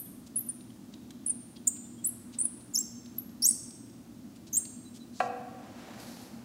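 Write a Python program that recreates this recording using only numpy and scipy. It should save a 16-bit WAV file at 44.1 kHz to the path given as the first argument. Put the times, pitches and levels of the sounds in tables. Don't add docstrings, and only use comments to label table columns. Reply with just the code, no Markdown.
import sys
import numpy as np
from scipy import signal
from scipy.fft import rfft, irfft
from scipy.io import wavfile

SR = 44100
rng = np.random.default_rng(int(sys.argv[2]) if len(sys.argv) > 2 else 0)


def generate_wav(sig):
    pcm = np.round(np.clip(np.atleast_2d(sig).T, -1, 1) * 32767).astype(np.int16)
    wavfile.write(sys.argv[1], SR, pcm)


def ratio(d):
    e = np.asarray(d, float) / 20
    return 10 ** e


N = 284004
LEAD = int(0.1 * SR)

# start t/s, fall t/s, from f/Hz, to f/Hz, level/dB
BREAKS = [
    (0.357, 0.0056, 11200, 9690, -35),
    (0.488, 0.0056, 10100, 9070, -26),
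    (1.261, 0.0043, 11810, 8440, -28),
    (1.6706, .0075, 9820, 7096, -19.5),
    (2.040, 0.0081, 8540, 7650, -35.5),
    (2.385, 0.0064, 9450, 7915, -29.5),
    (2.736, 0.0093, 8070, 7000, -40.5),
    (3.181, 0.0054, 12800, 11500, -39),
    (3.420, 0.0068, 6500, 4710, -31.5),
    (4.5275, 0.01, 7700, 6160, -29),
]
# start t/s, length t/s, from f/Hz, to f/Hz, level/dB
SLIDES = [(-.075, 0.035, 8430, 10200, -30.5), (-.04, .031, 11100, 12430, -30),
          (0.362, 0.017, 9700, 10750, -30), (0.379, 0.015, 10840, 11800, -33.5),
          (1.274, .015, 10720, 9760, -30.5), (1.294, 0.0054, 10400, 8750, -28.5),
          (2.046, 0.029, 7770, 11650, -30), (2.076, 0.022, 11420, 10720, -36),
          (2.409, 0.014, 8900, 9350, -29.5), (2.426, 0.028, 9780, 10900, -39),
          (2.746, 0.01005, 6984, 6100, -32.5), (2.769, .014, 5798, 6520, -32),
          (3.438, .014, 5450, 5980, -25.5), (3.453, .023, 6240, 8780, -24)]
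# start t/s, length t/s, from f/Hz, level/dB
CATCHES = [(0.406, 0.0046, 11700, -34), (1.264, 0.0071, 9000, -29), (1.678, 0.0031, 7416, -23),
           (1.68, 0.0049, 8100, -22.5), (2.39, 0.0085, 8300, -31), (2.453, 0.0036, 9400, -22),
           (2.46, .003, 9790, -37), (2.785, .004, 6900, -25), (3.185, 0.0036, 11400, -26),
           (3.474, .007, 8300, -26), (3.487, .009, 7800, -20), (3.507, 0.0042, 8900, -18.5),
           (4.556, .005, 6500, -25), (4.575, .005, 8000, -19.5), (4.58, 0.0066, 8600, -29)]
# start t/s, length t/s, f/Hz, level/dB
HOLDS = [
    (0.462, 0.012, 12000, -49),
    (0.493, 0.01, 9360, -33.5),
    (1.3, 0.015, 8900, -29),
    (2.401, .009, 8570, -26.5),
    (2.755, 0.012, 5424, -29.5),
    (2.787, 0.0067, 7540, -27),
    (2.798, 0.0183, 7500, -34),
    (3.427, 0.01, 5457, -29),
    (4.539, 0.0141, 6650, -28),
    (4.5665, .008, 7470, -24.5),
]


def slips():
    creep_s, creep_db, creep_sag = 0.0072, -33, 0.04
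    swell_db = 9
    break_bend = 4.5
    slide_fade_db, catch_fade_db = -0.5, 3
    catch_hz_per_s = 190000
    rows = []
    for s, fall, from_hz, to_hz, db in BREAKS:
        faint_db = db + creep_db
        rows.append((s - creep_s, creep_s, from_hz * (1 - creep_sag), from_hz, faint_db - swell_db, faint_db, 1))
        rows.append((s, fall, from_hz, to_hz, db - swell_db, db, break_bend))
    for s, length, from_hz, to_hz, db in SLIDES:
        rows.append((s, length, from_hz, to_hz, db, db - slide_fade_db, 1))
    for s, length, hz, db in CATCHES:
        rows.append((s, length, hz, hz + catch_hz_per_s * length, db, db - catch_fade_db, 1))
    for s, length, hz, db in HOLDS:
        rows.append((s, length, hz, hz, db, db, 1))
    return sorted(rows)


def bolt():
    size = N + LEAD
    pitch, grip = np.zeros(size), np.zeros(size)
    for s, length, from_hz, to_hz, from_db, to_db, bend in slips():
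        a = round(s * SR) + LEAD
        left = np.linspace(1, 0, round(length * SR)) ** bend
        b = a + len(left)
        grip[a:], pitch[a:] = 0, to_hz
        pitch[a:b] = to_hz + (from_hz - to_hz) * left
        grip[a:b] = ratio(to_db + (from_db - to_db) * left)
    pitch = smooth(pitch, 1500) * (1 + 0.0096 * drift(242, size))
    overtone = ratio(-5 - 4 * (np.maximum(pitch, 4e3) - 5e3) / 1e3)
    phase = 2 * np.pi * np.cumsum(pitch) / SR
    second = np.sin(2 * phase) * (2 * pitch < 0.45 * SR)
    third = np.sin(3 * phase) * (3 * pitch < 0.45 * SR)
    tone = np.sin(phase) + overtone * ratio(3.8 * drift(760, size)) * (second + 0.41 * third)
    high = signal.butter(2, 1200, "high", fs=SR, output="sos")
    grit = 0.021 * signal.sosfilt(high, rng.standard_normal(size))
    unsteady = ratio(3.3 * drift(245, size))
    return np.sqrt(2) * smooth(grip, 550) * unsteady * (tone + grit)


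# delay t/s, level/dB
ENGINE_ECHOES = [(.0011, -15.5), (.0026, -7), (.0047, -24), (.0083, -12.5), (.0131, -16.5)]
PIPE_HZ = [5448, 5577, 5690, 6390, 6708, 7176, 7340, 7537, 7919, 8247, 8436, 8630, 9146, 9282, 9582]
# level/dB, time to fall 60 dB t/s
PIPES = [(-23, 0.72), (-33, 0.37), (-26, 0.68), (-10, 0.9), (-6, 0.72), (-2, 0.33), (-7.5, 0.73),
         (-12, 0.81), (-22, 0.9), (3.5, 0.81), (-23, .5), (-1, 0.34), (-9, 0.25), (-3, 0.44), (-18, 0.2)]


def near_metal(x):
    out = x.copy()
    for k, (lag_s, echo_db) in enumerate(ENGINE_ECHOES):
        lag = round(lag_s * SR)
        out[lag:] += (-1) ** k * ratio(echo_db) * x[:-lag]
    out *= ratio(-0.5)
    for hz, (mode_db, t60) in zip(PIPE_HZ, PIPES):
        out += ratio(mode_db - 62) * ring(x, hz, t60)
    return out


KNOCKED_HZ = [490, 540, 624, 711, 737, 760, 790, 1028, 1093, 1126, 1260, 1348, 1461, 1617, 1776, 1891, 1945,
              2277, 2485, 2541, 2700, 3050, 4200]
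# level/dB, time to fall 60 dB t/s
KNOCKED = [(-16.5, 0.97), (-9, 0.34), (2, 0.04), (-16.5, 0.44), (-0.5, 0.13), (-19.5, 1.75), (-18, 0.37),
           (-9, 0.15), (-23, 0.4), (-7.5, 0.1), (-25, 0.098), (-5.5, 0.15), (-9.5, 0.048), (-6, 0.057),
           (-10, 0.043), (-12.5, 0.057), (-30, 0.41), (-18.5, 0.057), (-9, 0.043), (-14, 0.11), (-20, 0.04),
           (-16, 0.02), (-16, 0.031)]


def knock():
    knock_s, knock_db = 5.2005, -23
    blow = np.zeros(N)
    for lag_s, contact_db in [(0, -32), (0.0022, 0.5), (0.0048, -6)]:
        blow[round((knock_s + lag_s) * SR)] = ratio(knock_db + contact_db)
    push = smooth(blow, 5900)
    rings = [ratio(mode_db) * ring(push, hz, t60) for hz, (mode_db, t60) in zip(KNOCKED_HZ, KNOCKED)]
    apart = np.diff(np.log(KNOCKED_HZ), prepend=0) > 0.075
    return np.cumprod(np.where(apart, -1, 1)) @ np.array(rings)


# t/s, peak level/dB, centre f/Hz, width/octaves
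TICKS = [(0.6077, -47, 3850, 1.7), (0.7032, -49.5, 3170, 1.8), (0.9375, -38, 3920, 1.3),
         (1.1056, -35.5, 3660, 2.6), (1.326, -58.5, 5070, 1.85), (2.607, -48, 4150, 1.9),
         (3.0584, -41.5, 4240, 1.86), (3.2919, -47.5, 3530, 1.7), (3.706, -41.5, 5340, 1.8),
         (3.896, -49, 5350, 1.45), (4.567, -30.5, 5600, 2.4), (4.652, -36, 4500, 2), (5.9877, -57, 4140, 2),
         (5.999, -38.5, 4850, 2.5), (6.2542, -55, 4970, 1.6)]


def ticks():
    t60_s, rise_s = 0.027, 0.00097
    out, t = np.zeros(N), np.arange(4000) / SR
    bursts = rng.standard_normal((len(TICKS), len(t)))
    for (s, peak_db, hz, octaves), burst in zip(TICKS, bursts):
        shape = ratio(peak_db - 6.5 - 60 * t / t60_s) * (1 - np.exp(-t / rise_s))
        noise = band_noise(burst, hz, octaves) + 0.66 * band_noise(burst, hz, 0.29)
        out[round(s * SR):][:len(t)] += noise * shape
    return out


# start t/s, length t/s, level/dB, centre f/Hz, width/octaves
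SCUFFS = [(0.262, 0.021, -54, 5400, 1.6), (0.92, 0.017, -64, 4950, 0.98), (1.557, 0.018, -52.5, 3800, 0.87),
          (1.757, 0.023, -56, 3980, 2.7), (2.324, 0.038, -53.5, 4200, 1.4),
          (4.349, 0.028, -60.5, 3970, 2.2), (4.464, 0.031, -54.5, 4450, 1.4),
          (4.937, 0.05, -54.5, 5280, 1.5), (5.121, 0.17, -54, 5240, 1.03), (1.95, 0.85, -69.5, 896, 1.75),
          (3.002, 0.6, -71.5, 897, 1.64), (4.55, 0.12, -67.5, 1380, 0.79),
          (5.196, 0.024, -43.5, 2600, 1.45)]


def scuffs():
    out = np.zeros(N)
    grain = ratio(1.8 * drift(460)) * rng.standard_normal(N)
    for s, length, level_db, hz, octaves in SCUFFS:
        a, count = round(s * SR), round(length * SR)
        swell = np.hanning(count) ** 0.45
        out[a:a + count] += ratio(level_db) * swell * band_noise(grain[a:a + count], hz, octaves)
    return out


# f/Hz, level/dB per Hz
CLOTH = [(240, -20.5), (400, 0), (758, 0.5), (999, -5), (1920, -9.5), (2830, -12.5), (8000, -22.5),
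         (10400, -54.5), (17600, -120)]
# f/Hz, level/dB per Hz
SWISH = [(1760, -42), (3000, -5), (4350, 6.5), (8470, -1.5), (12700, -0.5), (15500, -13)]


def sleeve():
    rub = stroke(5.85, 6.0, -50.5, 28, 20.4)
    drag = stroke(5.8, 6.0, -64.5, 75, 58)
    flick = stroke(6.002, 6.23, -56.5, 900, 69)
    grain = ratio(0.5 * drift(17.3) + 1.0 * drift(300))
    return grain * (rub * coloured_noise(CLOTH) + (drag + flick) * coloured_noise(SWISH))


def stroke(full_s, until_s, level_db, swell_db, fade_db):
    t = np.arange(N) / SR
    early, late = np.maximum(full_s - t, 0), np.maximum(t - until_s, 0)
    arm_moves_s = 5.3
    return (t > arm_moves_s) * ratio(level_db - swell_db * early - fade_db * late)


# f/Hz, time to fall 60 dB t/s
GARAGE_T60 = [(300, 0.88), (1000, 1.37), (4000, 0.88), (6500, 0.86), (9000, 0.62), (12000, 0.33),
              (15000, 0.53)]
# f/Hz, level/dB
GARAGE_DB = [(300, 2), (1000, -6.5), (4000, -6), (6500, -15.5), (9000, -12), (12000, -12.5), (15000, -16)]


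def garage(x):
    t, tail = np.arange(int(1.6 * SR)) / SR, 0
    white = rng.standard_normal((2, len(t)))
    edges = 150 * 2.0 ** np.arange(0, 7.1, 0.5)
    for k, (low, high) in enumerate(zip(edges, edges[1:])):
        band_filter = signal.butter(2, [low, high], "band", fs=SR, output="sos")
        band = signal.sosfilt(band_filter, white[k % 2])
        centre = np.sqrt(low * high)
        t60 = at_hz(GARAGE_T60, centre)
        height = ratio(at_hz(GARAGE_DB, centre)) / np.sqrt(t60 * SR / np.log(1e6))
        tail = tail + band * height * ratio(-60 * t / t60)
    build_up = 1 - np.exp(-t / 0.0023)
    return signal.fftconvolve(x, tail * build_up)[:len(x)]


# start t/s, length t/s, f/Hz, level/dB
CHIRPS = [
    (0.066, 0.0069, 3400, -64),
    (1.562, 0.027, 3270, -63),
    (1.85, 0.022, 3530, -67),
    (1.983, 0.026, 3280, -64.5),
    (4.853, 0.037, 3950, -61),
    (5.004, 0.04, 3950, -60),
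]


def chirps():
    out = np.zeros(N)
    for s, length, hz, level_db in CHIRPS:
        samples = 1.4 * length * SR
        u = np.arange(round(samples)) / samples
        swell = np.sin(np.pi * u ** 0.75) ** 1.3
        pitch = hz * (1 + 0.016 * (swell - 0.6) + 0.006 * drift(150, len(u)))
        phase = 2 * np.pi * np.cumsum(pitch) / SR
        out[round((s - 0.005) * SR):][:len(u)] += ratio(level_db + 4) * swell * np.sin(phase)
    return out


# f/Hz, level/dB per Hz
BACKGROUND = [(13, -56.5), (22, -28), (53, -11), (109, -8), (156, -18.5), (205, 0), (249, 0), (432, -19.5),
              (618, -19), (988, -25.5), (1100, -25), (2200, -32), (6440, -31.5), (14700, -37.5),
              (16000, -30.5)]
# f/Hz, width f/Hz, level/dB
DRONE = [(120, 9.8, -60), (172, 16, -63.5), (195.4, 19, -66.5), (239.6, 16.2, -50.5), (292.8, 9.9, -60),
         (334.1, 7.6, -62.5)]


def background():
    out = ratio(-46.5 - 5.5) * coloured_noise(BACKGROUND)
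    for hz, width_hz, level_db in DRONE:
        t60 = np.log(1000) / np.pi / width_hz
        hum = ring(rng.standard_normal(N + SR), hz, t60)[SR:]
        out += ratio(level_db) * rms_one(hum)
    return out


def rms_one(x):
    return x / np.sqrt(np.mean(x ** 2) + 1e-20)


def at_hz(points, hz):
    table_hz, values = np.array(points).T
    return np.interp(np.log(hz), np.log(table_hz), values)


def smooth(x, hz):
    r = np.exp(-2 * np.pi * hz / SR)
    return signal.lfilter([(1 - r) ** 2], [1, -2 * r, r * r], x)


def drift(hz, size=N):
    return rms_one(smooth(rng.standard_normal(size + SR), hz)[SR:])


def ring(force, hz, t60):
    r, w = ratio(-60 / (t60 * SR)), 2 * np.pi * hz / SR
    return signal.lfilter([0, np.sin(w)], [1, -2 * r * np.cos(w), r * r], force + 1e-18)


def coloured_noise(spectrum):
    hz = np.maximum(np.arange(N // 2 + 1) * SR / N, 1)
    return rms_one(irfft(rfft(rng.standard_normal(N)) * ratio(at_hz(spectrum, hz)), N))


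def band_noise(white, hz, octaves):
    spread = 2 ** (octaves / 2)
    band = signal.butter(2, [hz / spread, hz * spread], "band", fs=SR, output="sos")
    return rms_one(signal.sosfilt(band, white))


def scene():
    hiss_top = signal.ellip(12, 0.5, 45, 15780, fs=SR, output="sos")
    quiet = signal.sosfilt(hiss_top, sleeve() + background())
    close = near_metal(bolt())
    far = chirps()
    close[LEAD:] += ticks() + scuffs() + knock() + 0.5 * far
    in_room = (close + garage(close))[LEAD:]
    return (in_room + quiet + 0.5 * far)[None]


def band_limit(x):
    return signal.sosfilt(signal.butter(12, 16650, fs=SR, output="sos"), x)


def record(dry):
    bass_cut = signal.butter(2, 70, "high", fs=SR, output="sos")
    top_cut = signal.cheby2(12, 60, 16600, fs=SR, output="sos")
    mix = signal.sosfilt(top_cut, signal.sosfilt(bass_cut, dry))
    return band_limit(mix)


dry = scene()
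out = record(dry)
generate_wav(out)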